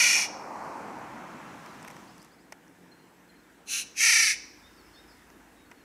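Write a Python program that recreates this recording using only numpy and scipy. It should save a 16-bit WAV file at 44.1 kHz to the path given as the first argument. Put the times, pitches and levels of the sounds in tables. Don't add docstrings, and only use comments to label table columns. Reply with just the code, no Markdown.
import sys
import numpy as np
from scipy import signal
from scipy.fft import rfft, irfft
from scipy.io import wavfile
from scipy.ndimage import uniform_filter1d

SR = 44100
rng = np.random.default_rng(int(sys.argv[2]) if len(sys.argv) > 2 else 0)


def unload_audio(sound):
    columns = np.transpose(np.atleast_2d(sound))
    steps = np.round(np.clip(columns, -1, 1) * 32767)
    wavfile.write(sys.argv[1], SR, steps.astype(np.int16))


N = 257544
FFT_SIZE, HOP = 1024, 256
BIN_HZ = np.fft.rfftfreq(FFT_SIZE, 1 / SR)[:, None]
FRAME_S = np.arange(N // HOP + 5) * HOP / SR


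def gain_of(db):
    return 10 ** (np.asarray(db) / 20)


def evened(x):
    return x / np.sqrt(np.mean(x ** 2) + 1e-20)


def smooth_noise(count, size):
    return evened(uniform_filter1d(rng.standard_normal(count), size=size))


def read(points, hz):
    table_hz, value = np.transpose(points)
    return np.interp(np.log(hz + 1), np.log(table_hz + 1), value)


def add(mix, start_s, sound):
    part = mix[round(start_s * SR):][:len(sound)]
    part += sound[:len(part)]


def resonate(x, hz, width_hz):
    turn = np.exp(2j * np.pi * np.cumsum(hz * np.ones(len(x))) / SR)
    r = np.exp(-np.pi * width_hz / SR)
    smoothed = signal.lfilter([(1 - r) ** 2], [1, -2 * r, r * r], x / turn)
    return 2 * (turn * smoothed).real


def unit(colour_db):
    return colour_db - 10 * np.log10((gain_of(colour_db) ** 2).sum(0))


def above(corner_hz):
    return np.clip(np.log2(BIN_HZ / corner_hz + .01), 0, 1)


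# (frequency [Hz], side minus mid [dB])
SIDE_DB = [(60, -20), (240, -32.5), (950, -34.5), (3770, -33), (15000, -32)]


def hiss(field_db, patchy_db):
    mid_a, mid_b, side_a, side_b, patches = rng.standard_normal((5, *field_db.shape))
    patches = evened(uniform_filter1d(uniform_filter1d(patches, 10, 0), 12, 1))
    mid = mid_a + 1j * mid_b
    side = (side_a + 1j * side_b) * gain_of(read(SIDE_DB, BIN_HZ))
    z = np.array([mid + side, mid - side]) * gain_of(field_db + patchy_db * patches)
    return signal.istft(z, nperseg=FFT_SIZE, noverlap=FFT_SIZE - HOP)[1][:, :N] / np.sqrt(8 / 3)


def waver(hz, share):
    pitch = smooth_noise(N, 6000)
    level = smooth_noise(N, 6000)
    tone = np.sin(2 * np.pi * np.cumsum(hz * (1 + share * pitch)) / SR)
    return np.sqrt(2) * (1 + .25 * level) * tone


RISE_DB, RISE_S, CUT_DB, CUT_S = -60, .028, -40, .019
PITCH_SHARE_PER_DB, ROUGH_PER_DB = .003, .025
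BEAK_CLOSE_S = .12


def shape(start_s, end_s, top_db, fade_db, top_hz, droop, rough, gape):
    t = np.arange(max(start_s, 0), end_s, 1 / SR)
    u = (t - start_s) / (end_s - start_s)
    push_db = RISE_DB * np.exp((start_s - t) / RISE_S) + CUT_DB * np.exp((t - end_s) / CUT_S)
    sag_db = fade_db * u ** 2
    hz = top_hz * (1 + PITCH_SHARE_PER_DB * push_db - droop * u ** 3)
    beak = 1 + gape * np.exp((start_s - t) / BEAK_CLOSE_S)
    return t, top_db + sag_db + push_db, hz, rough - ROUGH_PER_DB * (push_db + sag_db), beak


def flutter_beat(t, first_s, rate_start_hz, rate_end_hz):
    since = t - first_s
    sweep = (rate_end_hz - rate_start_hz) * since / (2 * (t[-1] - first_s))
    return (since * (rate_start_hz + sweep)) % 1


THIN_BELOW_HZ, THINNING = 1500, .8


def call(row, throat, flutter):
    t, effort_db, hz, rough, beak = shape(*row)
    first_s, rate_start_hz, rate_end_hz, drop, dip_db = flutter
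    beat = flutter_beat(t, first_s, rate_start_hz, rate_end_hz)
    depth = 1 + .3 * smooth_noise(len(t), 900)
    slide = depth * uniform_filter1d(.5 - beat, size=250)
    jitter = .028 * smooth_noise(len(t), 150)
    turns = np.cumsum(hz * (1 + drop * slide + jitter)) / SR

    spread = rng.normal(0, .2, 70)
    harmonics = range(2, int(15000 / hz.max()))
    pulses = evened(sum(np.cos(2 * np.pi * (k * turns + spread[k])) for k in harmonics))
    puffs = evened((.5 + np.exp(-(turns % 1) / .35)) * rng.standard_normal(len(t)))
    dip = gain_of(-dip_db * np.cos(np.pi * beat) ** 4 * depth)
    thin_db = THINNING * (effort_db - effort_db.max())

    sound = 0
    for k, (f, width_hz, db) in enumerate(throat):
        noisy = np.clip(rough, .01, 1) ** (min(f + 2000, 3300) / f)
        source = (1 - noisy) * pulses + noisy * puffs
        drive = source * dip ** min(1, (1200 / f) ** 2)
        ring = resonate(drive, f * beak, width_hz)
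        sound = sound + (-1) ** k * gain_of(db + thin_db * (f < THIN_BELOW_HZ)) * ring
    return t[0], gain_of(effort_db) * evened(sound)


# (start [s], end [s], effort [dB], fade over call [dB], pitch before sag [Hz], pitch droop [share],
#         roughness before sag [0-1], early gape [share])
JAY_CALLS = [(-.13, .287, -17, -12, 481, .03, .55, .03), (3.65, 3.853, -25.5, -5, 235, .1, .6, .01),
             (3.943, 4.362, -17.5, -6, 460, .12, .52, .12)]
# (centre [Hz], width [Hz], level [dB])
FIRST_THROAT = [(950, 300, -27.5), (1325, 350, -13.5), (1966, 630, -8.5), (2395, 340, 3), (2870, 225, -6),
                (3340, 380, -12.5), (4450, 970, -10), (5490, 480, -2.5), (6080, 670, -4),
                (6760, 1700, -13.5), (9100, 1700, -16), (11100, 1400, -21.5), (13800, 3000, -32.5)]
RASP_THROAT = [(1480, 550, -13.5), (2655, 620, 0), (3470, 150, -8), (4020, 500, -1.5), (6130, 1400, -1.5),
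               (7770, 1000, -17), (9440, 970, -5), (10870, 900, -17.5), (12300, 1100, -15)]
LONG_THROAT = [(860, 400, -29.5), (1330, 600, -16), (1857, 514, -2), (2295, 593, 1.5), (3015, 140, -9),
               (3480, 73, -14.5), (4560, 1870, -8), (5770, 890, -0.5), (7370, 3000, -15.5),
               (9900, 2100, -14.5), (11170, 1000, -20), (13500, 2600, -28)]
# (first beat [s], start rate [Hz], end rate [Hz], mean pitch drop [share], mean bass dip [dB])
FIRST_FLUTTER = (-.003, 33.5, 33., .1, 11.)
RASP_FLUTTER = (3.65, 30., 30., .02, 1.5)
LONG_FLUTTER = (3.966, 35.5, 23.5, .15, 16.)


def jay():
    out = np.zeros(N)
    throats = FIRST_THROAT, RASP_THROAT, LONG_THROAT
    flutters = FIRST_FLUTTER, RASP_FLUTTER, LONG_FLUTTER
    for row, throat, flutter in zip(JAY_CALLS, throats, flutters):
        add(out, *call(row, throat, flutter))
    return out


# (frequency [Hz], left minus right [dB])
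JAY_SIDE = [(600, -.6), (1300, -.3), (2400, -1.2), (4400, .7), (8000, .2), (12000, 0)]


def leaned(x):
    half_db = read(JAY_SIDE, np.fft.rfftfreq(N, 1 / SR)) / 2
    return irfft(rfft(x) * gain_of([half_db, -half_db]), N)


# (frequency [Hz], time to fall 60 dB [s])
TREES = [(700, .4), (2300, 0.58), (4200, 0.6), (5200, 0.74), (6600, .5), (14000, 0.19)]


def trees(x):
    taps = np.zeros((2, SR))
    at = np.arange(400, SR - 20, 20) + rng.integers(0, 20, (2, (SR - 401) // 20))
    np.put_along_axis(taps, at, rng.choice([-1., 1.], at.shape), 1)
    hz, t, z = signal.stft(taps, SR, nperseg=256)
    decay = gain_of(-60 * t / read(TREES, hz)[:, None])
    mid, side = signal.istft(z * decay, SR, nperseg=256)[1]
    tail = np.array([mid + .08 * side, mid - .08 * side]) / np.linalg.norm(mid)
    return signal.fftconvolve(x[None], tail, axes=1)[:, :N]


# (time [s], level [dB])
CAR = [(0, -37.5), (.3, -36), (.62, -32), (.95, -35.5), (1.75, -41), (2.0, -44), (2.25, -51.5), (2.45, -75)]
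# (frequency [Hz], density [dB per Hz])
CAR_NEAR = [(24, -57.5), (40, -33.5), (158, -15), (301, -7), (333, -9.5), (427, -11.5), (881, -1.5),
            (1410, -14.5), (2390, -24), (3650, -43.5), (4240, -35), (6160, -33), (15500, -53)]
CAR_AWAY = [(30, -40), (80, -16.5), (170, 2.5), (301, -0.5), (427, -9.5), (949, -1.5), (2510, -14),
            (3400, -20.5), (4600, -28), (6010, -26), (15500, -42.5)]
PASS_S, GONE_S = .5, .85
BRIGHTEN_S, BRIGHTEN_DB_PER_S = 1.25, 9.5


def car():
    level_s, level_db = np.transpose(CAR)
    away = np.tanh(abs(FRAME_S - PASS_S) / GONE_S * 1.3) ** 1.5
    colour_db = (1 - away) * read(CAR_NEAR, BIN_HZ) + away * read(CAR_AWAY, BIN_HZ)
    treble_db = BRIGHTEN_DB_PER_S * np.maximum(FRAME_S - BRIGHTEN_S, 0) * above(2500)
    fade_db = -200 * np.maximum(FRAME_S - level_s[-1], 0)
    field_db = unit(colour_db) + np.interp(FRAME_S, level_s, level_db) + treble_db + fade_db
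    return hiss(field_db, patchy_db=.8)


# (time [s], gain of each deep layer [dB], treble lift [dB])
HAZE = [(2.2, -76, -1.5), (2.7, -81, 0), (3.7, -75, 0), (4.6, -67, 2.5), (5.1, -68.5, 3), (5.84, -70, 0.5)]
# (frequency [Hz], density [dB per Hz])
HAZE_COLOUR = [(60, -37.5), (110, -14), (190, -7.5), (300, -1.5), (420, -9.5), (620, -13.5), (900, -12),
               (1150, -16), (1700, -13), (2800, -23), (4750, -29), (6200, -27.5), (15500, -34.5)]
# (centre [Hz], level [dB], width [Hz])
HUMS = [(470, -73, 25), (7827, -83, 120), (14002, -89, 100)]
HAZE_DB = -51.4
DRONE_START_S, DRONE_END_S, DRONE_HZ, DRONE_DB = 2.0, 3.9, 178, -66


def haze():
    point_s, *columns = np.transpose(HAZE)
    deep_db, treble_db = (np.interp(FRAME_S, point_s, c) for c in columns)
    wash_db = unit(read(HAZE_COLOUR, BIN_HZ)) + HAZE_DB + treble_db * above(700)
    rumble = waver(53, 0.039) + 0.91 * evened(resonate(rng.standard_normal(N), 70, 60))
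    rumble *= gain_of(np.interp(np.arange(N) / SR, FRAME_S, deep_db))
    tones = sum(gain_of(db) * evened(resonate(rng.standard_normal(N), hz, width)) for hz, db, width in HUMS)
    swell = signal.windows.tukey(int((DRONE_END_S - DRONE_START_S) * SR), .5)
    drone = gain_of(DRONE_DB) * swell * waver(DRONE_HZ, 0.0194)[:len(swell)]
    add(tones, DRONE_START_S, drone)
    return hiss(wash_db, patchy_db=1.46) + rumble * gain_of([[-.8], [.8]]) + tones


# (time [s], snap peak [dB], knock peak re snap [dB], length [ms], snap centre [Hz])
TICKS = [(1.6612, -41.5, -1, 5, 6500), (1.8278, -37.5, -11, 3.5, 8000), (1.848, -45, 8, 6, 9500),
         (1.877, -41, 6.5, 4.4, 5800), (1.8811, -38.5, 4.5, 7, 7500), (1.902, -42, 4, 7.2, 8000),
         (1.911, -45, -8, 6.7, 7500), (1.9659, -43, 2, 4, 3300), (2.181, -43, -7, 4, 10600),
         (2.2184, -46, -12, 5, 7000), (2.2277, -42.5, -14, 3.7, 9000), (2.2468, -47, -10, 5.5, 9500),
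         (2.5226, -36, 3, 10, 5200), (2.6803, -50.5, -5, 4, 5800), (5.3018, -45.5, -3, 4, 5800),
         (5.7135, -46.5, 7, 12.6, 6200)]
# (centre [Hz], width [Hz], level [dB])
SHELL = [(1000, 450, 8), (1850, 1300, 8.5), (3300, 2400, -3), (5770, 1800, 8), (7730, 3300, 0.5),
         (10400, 4600, -5.5)]


def ticks():
    out, t = np.zeros(N), np.arange(1500) / SR
    bursts = rng.standard_normal((len(TICKS), len(t)))
    for (start_s, db, knock_db, ms, snap_hz), burst in zip(TICKS, bursts):
        burst = burst * np.sqrt(t) * np.exp(-t * 4000 / ms)
        rings = [gain_of(d) * resonate(burst, hz, w) for hz, w, d in SHELL]
        favour = [gain_of(-14 * abs(np.log2(hz / snap_hz))) for hz, w, d in SHELL]
        knock = sum(rings[:2])
        snap = np.dot(favour[2:], rings[2:]) * np.exp(-t * 1500 / ms)
        tick = snap / abs(snap).max() + gain_of(knock_db) * knock / abs(knock).max()
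        add(out, start_s, gain_of(db) * tick)
    return out


# (length [s], start [Hz], end [Hz], warble rms [Hz])
RISER = (.055, 4200, 5350, 180)
PIP = (.024, 4260, 4120, 25)
FALLER = (.052, 4800, 4260, 40)
DROP = (.03, 3900, 3400, 40)
LIFT = (.065, 3500, 3760, 15)
FUZZ = (.07, 5300, 5050, 200)
LOW_FALL = (.055, 4350, 3800, 60)
HIGH_PIP = (.035, 4400, 4340, 30)
HELD = (.13, 3780, 3760, 30)
LINGER = (.9, 5400, 5080, 200)
# (time [s], note, level before fades [dB])
CHIRPS = [(1.666, LOW_FALL, -66), (2.068, RISER, -64), (2.185, RISER, -64), (2.303, RISER, -70),
          (2.378, RISER, -72), (2.913, PIP, -59), (2.94, PIP, -70), (2.985, PIP, -71), (3.015, PIP, -71),
          (3.288, PIP, -63), (3.356, PIP, -68), (3.386, PIP, -71), (3.43, DROP, -74), (4.45, LINGER, -73),
          (4.628, LIFT, -62), (4.72, FUZZ, -71), (4.77, FALLER, -65), (4.83, FUZZ, -70),
          (4.932, HIGH_PIP, -63), (4.935, FUZZ, -67), (4.95, LIFT, -61), (5.07, FUZZ, -65),
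          (5.095, FALLER, -68), (5.55, HELD, -73), (5.648, HIGH_PIP, -72), (5.76, HIGH_PIP, -73),
          (5.803, PIP, -70)]
GLIDE_BEND_RAD = 1.1


def songbirds():
    out = np.zeros(N)
    for start_s, (length_s, hz0, hz1, warble_hz), db in CHIRPS:
        u = np.linspace(0, 1, int(length_s * SR))
        warble = warble_hz * smooth_noise(SR, 100)[:len(u)]
        glide = np.sin(GLIDE_BEND_RAD * u) / np.sin(GLIDE_BEND_RAD)
        tone = np.sin(2 * np.pi * np.cumsum(hz0 + (hz1 - hz0) * glide + warble) / SR)
        add(out, start_s, gain_of(db) * np.sqrt(2) * tone * signal.windows.tukey(len(u), .5))
    return out


JAY_ECHO_DB, BIRD_ECHO_GAIN = -17, .26


def scene():
    calls = jay()
    birds = songbirds()
    echoes = trees(gain_of(JAY_ECHO_DB) * calls + BIRD_ECHO_GAIN * birds)
    return leaned(calls) + echoes + birds + ticks() + car() + haze()


def record(dry):
    dry = signal.sosfilt(signal.butter(2, 42, "high", fs=SR, output="sos"), dry)
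    band = signal.firwin(511, 15650, window=("kaiser", 9), fs=SR)
    return signal.oaconvolve(dry, band[None], "same")


dry = scene()
out = record(dry)
unload_audio(out)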